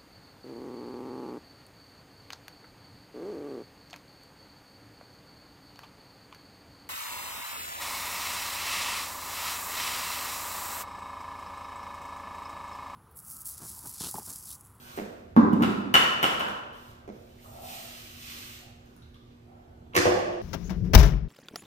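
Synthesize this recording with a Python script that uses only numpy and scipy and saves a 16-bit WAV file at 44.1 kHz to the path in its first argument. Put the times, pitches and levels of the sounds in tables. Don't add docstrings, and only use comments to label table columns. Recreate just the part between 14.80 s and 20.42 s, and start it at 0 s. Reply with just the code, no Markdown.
import sys
import numpy as np
from scipy import signal
from scipy.fft import rfft, irfft
from scipy.io import wavfile
from scipy.ndimage import uniform_filter1d

SR = 44100
rng = np.random.default_rng(int(sys.argv[2]) if len(sys.argv) > 2 else 0)


def wrap_up_sound(samples):
    columns = np.atleast_2d(samples).T
    tamed = np.clip(columns, -1, 1)
    steps = np.round(tamed * 32767).astype(np.int16)
    wavfile.write(sys.argv[1], SR, steps)


N = 247753

# (time [s], ring level [dB], crack level over the ring [dB], hardness [dB per octave])
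BUCKET_THUMPS = [(0.563, 9, -37.5, -0.5), (0.573, 8.5, -41.5, -5), (0.73, 6.5, -33.5, -10.5),
                 (0.806, 4, -44, -4)]
HANDLE_CLACKS = [(0.722, -33, -11, 4.5), (0.8215, -6, -11.5, -5), (1.1397, 7.5, -11.5, -1.3),
                 (1.4274, 0.5, -10, -2.5), (1.5946, -10.5, -10, -3.3), (1.6828, -27, -3, -7),
                 (1.9294, -37.5, -2.5, 14)]
PAIL_BOUNCES = [(5.134, -25.5, -22, 20), (5.146, -9.5, -11.5, -3.5), (5.151, -1, -7.5, 7.5),
                (5.163, 5, -1.5, -2), (5.254, 4.5, -21, 2), (5.266, -4, -24, -1), (5.33, -16, -30, -3),
                (5.39, -10, -19, 6), (5.525, -27, -10, 15)]
FOOTFALLS = [(0.174, -11, -41, 4), (0.203, -19, -32, -3), (2.276, -18, -21, -1)]
# (time [s], level [dB], pitch [Hz], click level over the ring [dB], cycles to fall 60 dB [count])
PAIL_TICKS = [(2.588, -49.5, 2000, -24, 9.9), (2.647, -44, 1200, -6, 16), (2.762, -50, 2280, -35, 9.4),
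              (2.821, -37.5, 750, -2, 19), (3.5, -33, 2500, -30, 6.7), (4.06, -56.5, 6050, 6, 14),
              (4.165, -49, 1443, 3, 13), (4.222, -49, 3860, -11, 25), (4.344, -46, 3450, -12, 16),
              (4.347, -59, 1170, -20, 50), (5.2555, -15, 602, -31, 10.3)]
# (time [s], swell [s], peak level [dB])
BUCKET_BOOMS = [(0.5653, 0.021, -4), (.728, .012, -20), (0.8166, 0.0057, -13.5)]
BOOM_HZ, BOOM_DECAY_S = 233, 0.0086

# (frequency [Hz], width [Hz], relative level [dB])
BUCKET_MODES = [(102, 24, -12), (198, 29, -0.5), (220, 50, 3), (262, 160, 2), (368.5, 100, -10),
                (531, 150, -13.5), (715, 77, -22.5), (1039, 364, -6), (1567, 136, -14), (1985, 200, -28.5)]
HANDLE_MODES = [(196.6, 120, -12), (497.5, 840, -5), (774, 81, -2), (1077, 180, 2.5), (1354, 200, 3),
                (1763, 960, -1), (2300, 380, -5.5), (2630, 150, 3.5), (2960, 170, 0), (2928, 182, 7.5),
                (3070, 160, -1)]
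PAIL_MODES = [(98, 27.8, -5.5), (180, 32, -9), (290, 30, -6), (356.3, 23, 8), (508, 35, 1), (705, 300, -13),
              (1120, 190, -14.5), (1710, 260, -28), (1960, 160, -41), (2670, 990, -31.5)]
SHOE_MODES = [(106.9, 61, -12), (211, 40, 1), (344.7, 150, -5), (478, 300, -7), (652.6, 140, -11.5),
              (1600, 1700, -27.5)]
HOLLOW_MODES = [(725, 190, -0.5), (595, 220, -10), (1330, 40, -8)]
# (frequency [Hz], relative level [dB per Hz])
BUCKET_CRACK = [(2000, -12), (3500, 3), (4300, -3.5), (6200, -8), (8000, -6.5), (10500, -7), (12500, -5.5),
                (14000, -3.5), (15500, -16.5)]
PAIL_CRACK = [(880, -23), (1500, -1), (1880, 1), (2670, -7.5), (2920, -10), (6190, -10), (8790, -16.5),
              (12300, -16.5), (15500, -22)]
SAND_COLOUR = [(350, -31), (600, -7), (678, -26), (756, -10.5), (915, -16.5), (1180, -4.5), (1430, -8),
               (2680, -1), (3380, -2), (5220, -6.5), (6950, -9.5), (10400, -20.5), (13200, -15),
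               (15500, -18)]
SCRAPE_COLOUR = [(120, -57.5), (200, -3.5), (242, -34), (265, -20.5), (367, -16), (461, -5.5), (700, -6.5),
                 (1590, -3), (5000, -90), (6500, -94), (11000, -120)]

# (time [s], level [dB], fizz level over the flow [dB])
POUR = [(2.56, -71, -3), (2.64, -69.5, 11), (2.79, -65.5, 7.5), (2.85, -54, 5), (2.92, -51, 5),
        (3.08, -54, 3.5), (3.33, -58.5, 3), (3.46, -53.5, 3.5), (3.51, -49.5, 1.5), (3.76, -57.5, 4.5),
        (3.95, -98, 6)]
# (start [s], hold [s], level [dB], fizz level over the flow [dB])
SPILLS = [(0.0, .15, -60, 4.5), (0.164, 0.0071, -55.5, 7.5), (.3, .1, -83, 9), (1.954, 0.16, -67.5, 3),
          (2.323, 0.34, -72.5, 2), (4.048, 0.11, -76, -1), (4.226, 0.007, -72.5, -14),
          (4.34, 0.014, -73, -13), (4.46, 0.069, -76.5, -11.5)]
SPILL_RISE_S, SPILL_FALL_DB_PER_S = 0.011, 400.5
# (start [s], hold [s], level [dB])
SLIPS = [(2.68, 0.012, -55), (2.755, 0.0099, -52.5), (2.82, .03, -53.5), (2.93, 0.05, -56.5),
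         (3.82, .02, -62.5), (4.69, 0.1, -65.5), (4.88, 0.11, -68)]
SLIP_RISE_S, SLIP_FALL_DB_PER_S = 0.12, 206
# (start [s], hold [s], level [dB])
SCRAPES = [(0.0, 0.18, -59.5), (.175, .008, -52), (.28, 0.029, -71), (1.6, 0.037, -37.5),
           (1.685, 0.055, -55), (2.05, 0.21, -66.5), (4.0, 0.097, -73), (4.155, .04, -83),
           (4.7, 0.27, -78.5), (5.145, .005, -43)]
SCRAPE_RISE_S, SCRAPE_FALL_DB_PER_S = 0.03, 255.5

# one row per port, left then right (level [dB])
BEAM_DB = [
    [5.0],
    [-8.0],
]
# (delay [s], relative level [dB])
ECHOES = [(.0055, -3.5), (0.0126, 3.5), (.01356, -3), (0.0226, 2), (0.026, -12), (0.037, -7)]
# (frequency [Hz], time to fall 60 dB [s])
DECAY_TIMES = [(60, 0.76), (250, 1.19), (700, 1.21), (1500, 1), (3000, 0.91), (6000, 0.74), (9000, 0.61),
               (14000, 0.54)]
# (frequency [Hz], relative level [dB])
TAIL_COLOUR = [(60, -1), (250, 0.5), (700, 3), (1500, 2.1), (3000, 1), (6000, 2.5), (9000, -3.5),
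               (12000, -6)]
# (frequency [Hz], correlation [-1 to 1])
LIKENESS = [(60, 1), (120, 1), (240, 0.85), (480, -0.19), (950, -0.41), (1890, -0.28), (3770, -0.045),
            (7520, 0.13), (15000, -0.18)]
RIGHT_LAG_S = 0.00034

# (frequency [Hz], mean level before waver and balance [dB rms])
LAMP_HUM = [(120, -69.5), (240, -60), (360, -68), (480, -76)]
# (frequency [Hz], relative level [dB per Hz])
AIR_COLOUR = [(12, -57), (20, -6.5), (112, 4.5), (185, -10.5), (238, -5), (289, -10), (362, -7.5),
              (416, -11.5), (1500, -25.5), (2840, -28.5), (10500, -44.5), (13900, -38.5), (15500, -53.5)]
AIR_DB = -54
BAND_EDGE_HZ = 15500


def sand():
    hz, t = np.fft.rfftfreq(N, 1 / SR), np.arange(N) / SR
    return landing_sand(hz, t) + sliding_sand(hz, t) + scraping(hz, t)


def landing_sand(hz, t):
    colour = gain_of(read(SAND_COLOUR, hz))
    top = 1 / (1 + (8500 / (hz + 1)) ** 6)
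    coarse_db, fizz_db = flow_db(t, 0), flow_db(t, 1)
    noise = rng.standard_normal(N)
    lumps_db = 1.5 * evened(uniform_filter1d(uniform_filter1d(noise, size=900), size=900))
    coarse = rubbed(colour * (1 - top), coarse_db + lumps_db, per_s=20000, spread_db=3)
    fizz = rubbed(colour * top, fizz_db, per_s=29000, spread_db=2.9)
    return coarse + fizz


def flow_db(t, fizz_share):
    when, pour_db, fizz_db = np.transpose(POUR)
    pour = np.interp(t, when, pour_db + fizz_share * fizz_db, -120, -120)
    strokes = [(s, hold, db + fizz_share * fizz) for s, hold, db, fizz in SPILLS]
    return np.maximum(pour, strokes_db(strokes, t, SPILL_RISE_S, SPILL_FALL_DB_PER_S))


def sliding_sand(hz, t):
    level_db = strokes_db(SLIPS, t, SLIP_RISE_S, SLIP_FALL_DB_PER_S)
    return rubbed(modes(HOLLOW_MODES, hz), level_db, per_s=3000, spread_db=3)


def scraping(hz, t):
    level_db = strokes_db(SCRAPES, t, SCRAPE_RISE_S, SCRAPE_FALL_DB_PER_S)
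    return rubbed(gain_of(read(SCRAPE_COLOUR, hz)), level_db, per_s=3200, spread_db=3)


def rubbed(response, level_db, per_s, spread_db):
    coloured = irfft(rfft(grains(per_s, spread_db)) * response, N)
    return gain_of(level_db) * evened(coloured)


def grains(per_s, spread_db):
    size = gain_of(spread_db * np.minimum(rng.exponential(1, N), 4))
    sign = rng.choice([-1., 1.], N)
    return size * sign * (rng.random(N) < per_s / SR)


def strokes_db(rows, t, rise_s, fall_db_per_s):
    levels = []
    for s, hold, db in rows:
        rise = 30 * np.maximum(s - t, 0) / rise_s
        fall = fall_db_per_s * np.maximum(t - s - hold, 0)
        levels.append(db - rise - fall)
    return np.max(levels, axis=0)


def bucket():
    thumps = garage(blows(BUCKET_THUMPS, BUCKET_MODES, BUCKET_CRACK), 6.05, -11.0, -1.06)
    return thumps + garage(booms(), -9.0, -29, -0.68)


def booms():
    out, t = np.zeros(N), np.arange(3000) / SR
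    for s, swell, db in BUCKET_BOOMS:
        envelope = np.minimum(t / swell, 1) * np.exp(-np.maximum(t - swell, 0) / BOOM_DECAY_S)
        add(out, s, gain_of(db) * envelope * np.sin(2 * np.pi * BOOM_HZ * t))
    return out


def handle():
    return garage(blows(HANDLE_CLACKS, HANDLE_MODES, BUCKET_CRACK), 10.77, 1.7, .1)


def pail():
    return garage(blows(PAIL_BOUNCES, PAIL_MODES, PAIL_CRACK) + ticks(), 6.33, -3.5, -0.69)


def ticks():
    out, t = np.zeros(N), np.arange(4000) / SR
    for s, db, hz, click_db, cycles in PAIL_TICKS:
        ring = gain_of(-60 * t * hz / cycles) * np.sin(2 * np.pi * hz * t)
        click = gain_of(click_db - 60 * t / 0.003) * rng.standard_normal(len(t))
        add(out, s, gain_of(db) * (ring + click))
    return out


def footsteps():
    return garage(blows(FOOTFALLS, SHOE_MODES, PAIL_CRACK), 7.4, 0, -1.2)


def blows(events, body, crack):
    out, hz, t = np.zeros(N), np.fft.rfftfreq(8192, 1 / SR), np.arange(8192) / SR
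    crack_colour = evened(gain_of(read(crack, hz)))
    for s, db, crack_db, hardness_db in events:
        struck = [(f, w, d + hardness_db * np.log2(f / 500) + 1.9 * rng.standard_normal())
                  for f, w, d in body]
        ring = causal(evened(modes(struck, hz)))
        rough = rfft(t * np.exp(-t / 0.0014) * rng.standard_normal(len(t)))
        rough /= np.sqrt(uniform_filter1d(abs(rough) ** 2, size=25))
        add(out, s, gain_of(db + crack_db) * irfft(rough * crack_colour)[:1000])
        add(out, s + .0018, gain_of(db) * ring)
    return out


def modes(table, hz):
    power = sum((gain_of(db) / (1 + (2 * (hz - f) / w) ** 2) ** 0.85) ** 2 for f, w, db in table)
    return np.sqrt(power) / (1 + (70 / (hz + 1)) ** 2)


def causal(gain):
    both_sides = np.concatenate([gain, gain[-2:0:-1]])
    log_gain = np.log(both_sides + 1e-5 * gain.max())
    return np.fft.ifft(np.exp(np.conj(signal.hilbert(log_gain)))).real[:len(gain)]


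def garage(x, tail_db, echo_db, left_db):
    highpass = signal.butter(4, 9000, "high", fs=SR, output="sos")
    beam = gain_of(BEAM_DB) * signal.sosfilt(highpass, x)
    reverberation = gain_of(tail_db) * through(x, tail())
    return (through(x, paths(echo_db)) + beam + reverberation) * gain_of([[left_db], [-left_db]])


def moving(x, count):
    turn = np.arange(N) / SR * 2.5
    wet = sum(through(x * np.cos(np.pi * (turn + k / count)), tail()) for k in range(count))
    wet *= np.sqrt(2 / count)
    return (through(x, paths(-16.5)) + gain_of(4.0) * wet) * gain_of([[-.9], [.9]])


def paths(echo_db):
    ports = np.array([0, round(RIGHT_LAG_S * SR)])
    direct, echoes = np.zeros((2, 2000)), np.zeros((2, 2000))
    direct[[0, 1], ports] = 1
    for s, db in ECHOES:
        echoes[[0, 1], round(s * SR) + ports] += gain_of(db + echo_db)
    return direct + signal.lfilter([.45], [1, -.55], echoes)


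def tail():
    room = noise_pair(frames=700, size=512, shape=lambda hz, t: gain_of(-60 * t / read(DECAY_TIMES, hz)))
    room *= np.clip(np.arange(room.shape[1]) / SR / 0.0022, 0, 1)
    spectrum, hz = rfft(room), np.fft.rfftfreq(room.shape[1], 1 / SR)
    spectrum /= np.sqrt(uniform_filter1d((abs(spectrum) ** 2).mean(0), size=80))
    return irfft(spectrum * gain_of(read(TAIL_COLOUR, hz)))[:, :SR * 3 // 2]


def noise_pair(frames, size, shape):
    hz, t = np.fft.rfftfreq(size, 1 / SR), np.arange(frames) * size / 4 / SR
    a, b, c, d = rng.standard_normal((frames, len(hz), 4)).T
    same = np.clip(read(LIKENESS, hz), -1, 1)[:, None]
    left = a + 1j * b
    right = same * left + np.sqrt(1 - same ** 2) * (c + 1j * d)
    z = np.array([left, right]) * shape(hz[:, None], t)
    return signal.istft(z, nperseg=size, noverlap=size * 3 // 4)[1]


def through(x, response):
    return signal.fftconvolve(x[None], response, axes=1)[:, :N]


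def building():
    return gain_of(AIR_DB) * evened(air()) + lamps()


def air():
    def shape(hz, t):
        patches = rng.standard_normal((len(t), len(hz))).T
        patches = evened(uniform_filter1d(uniform_filter1d(patches, 8, 0), 10, 1))
        return gain_of(read(AIR_COLOUR, hz) + 1.8 * patches)
    return noise_pair(frames=N // 512 + 5, size=2048, shape=shape)[:, :N]


def lamps():
    hum, t = np.zeros(N), np.arange(N) / SR
    for hz, db in LAMP_HUM:
        waver = evened(uniform_filter1d(uniform_filter1d(rng.standard_normal(N), 3000), 3000))
        tone = np.sin(2 * np.pi * (hz * t + rng.random()))
        hum += np.sqrt(2) * gain_of(db + 0.64 * waver) * tone
    return hum


def gain_of(db):
    return 10 ** (np.asarray(db) / 20)


def evened(x):
    return x / np.sqrt(np.mean(x ** 2) + 1e-20)


def read(points, hz):
    f, value = np.transpose(points)
    return np.interp(np.log(hz + 1), np.log(f + 1), value)


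def add(mix, s, sound):
    part = mix[round(s * SR):][:len(sound)]
    part += sound[:len(part)]


def scene():
    near = moving(sand(), count=4) + bucket() + handle() + pail() + footsteps()
    return near + building() * gain_of([[-1.2], [1.2]])


def record(dry):
    rounded = dry / (1 + abs(dry / .95) ** 4) ** .25
    lowpass = signal.firwin(511, BAND_EDGE_HZ, window=("kaiser", 9), fs=SR)
    return signal.oaconvolve(rounded, lowpass[None], "same")


dry = scene()
out = record(dry)
wrap_up_sound(out)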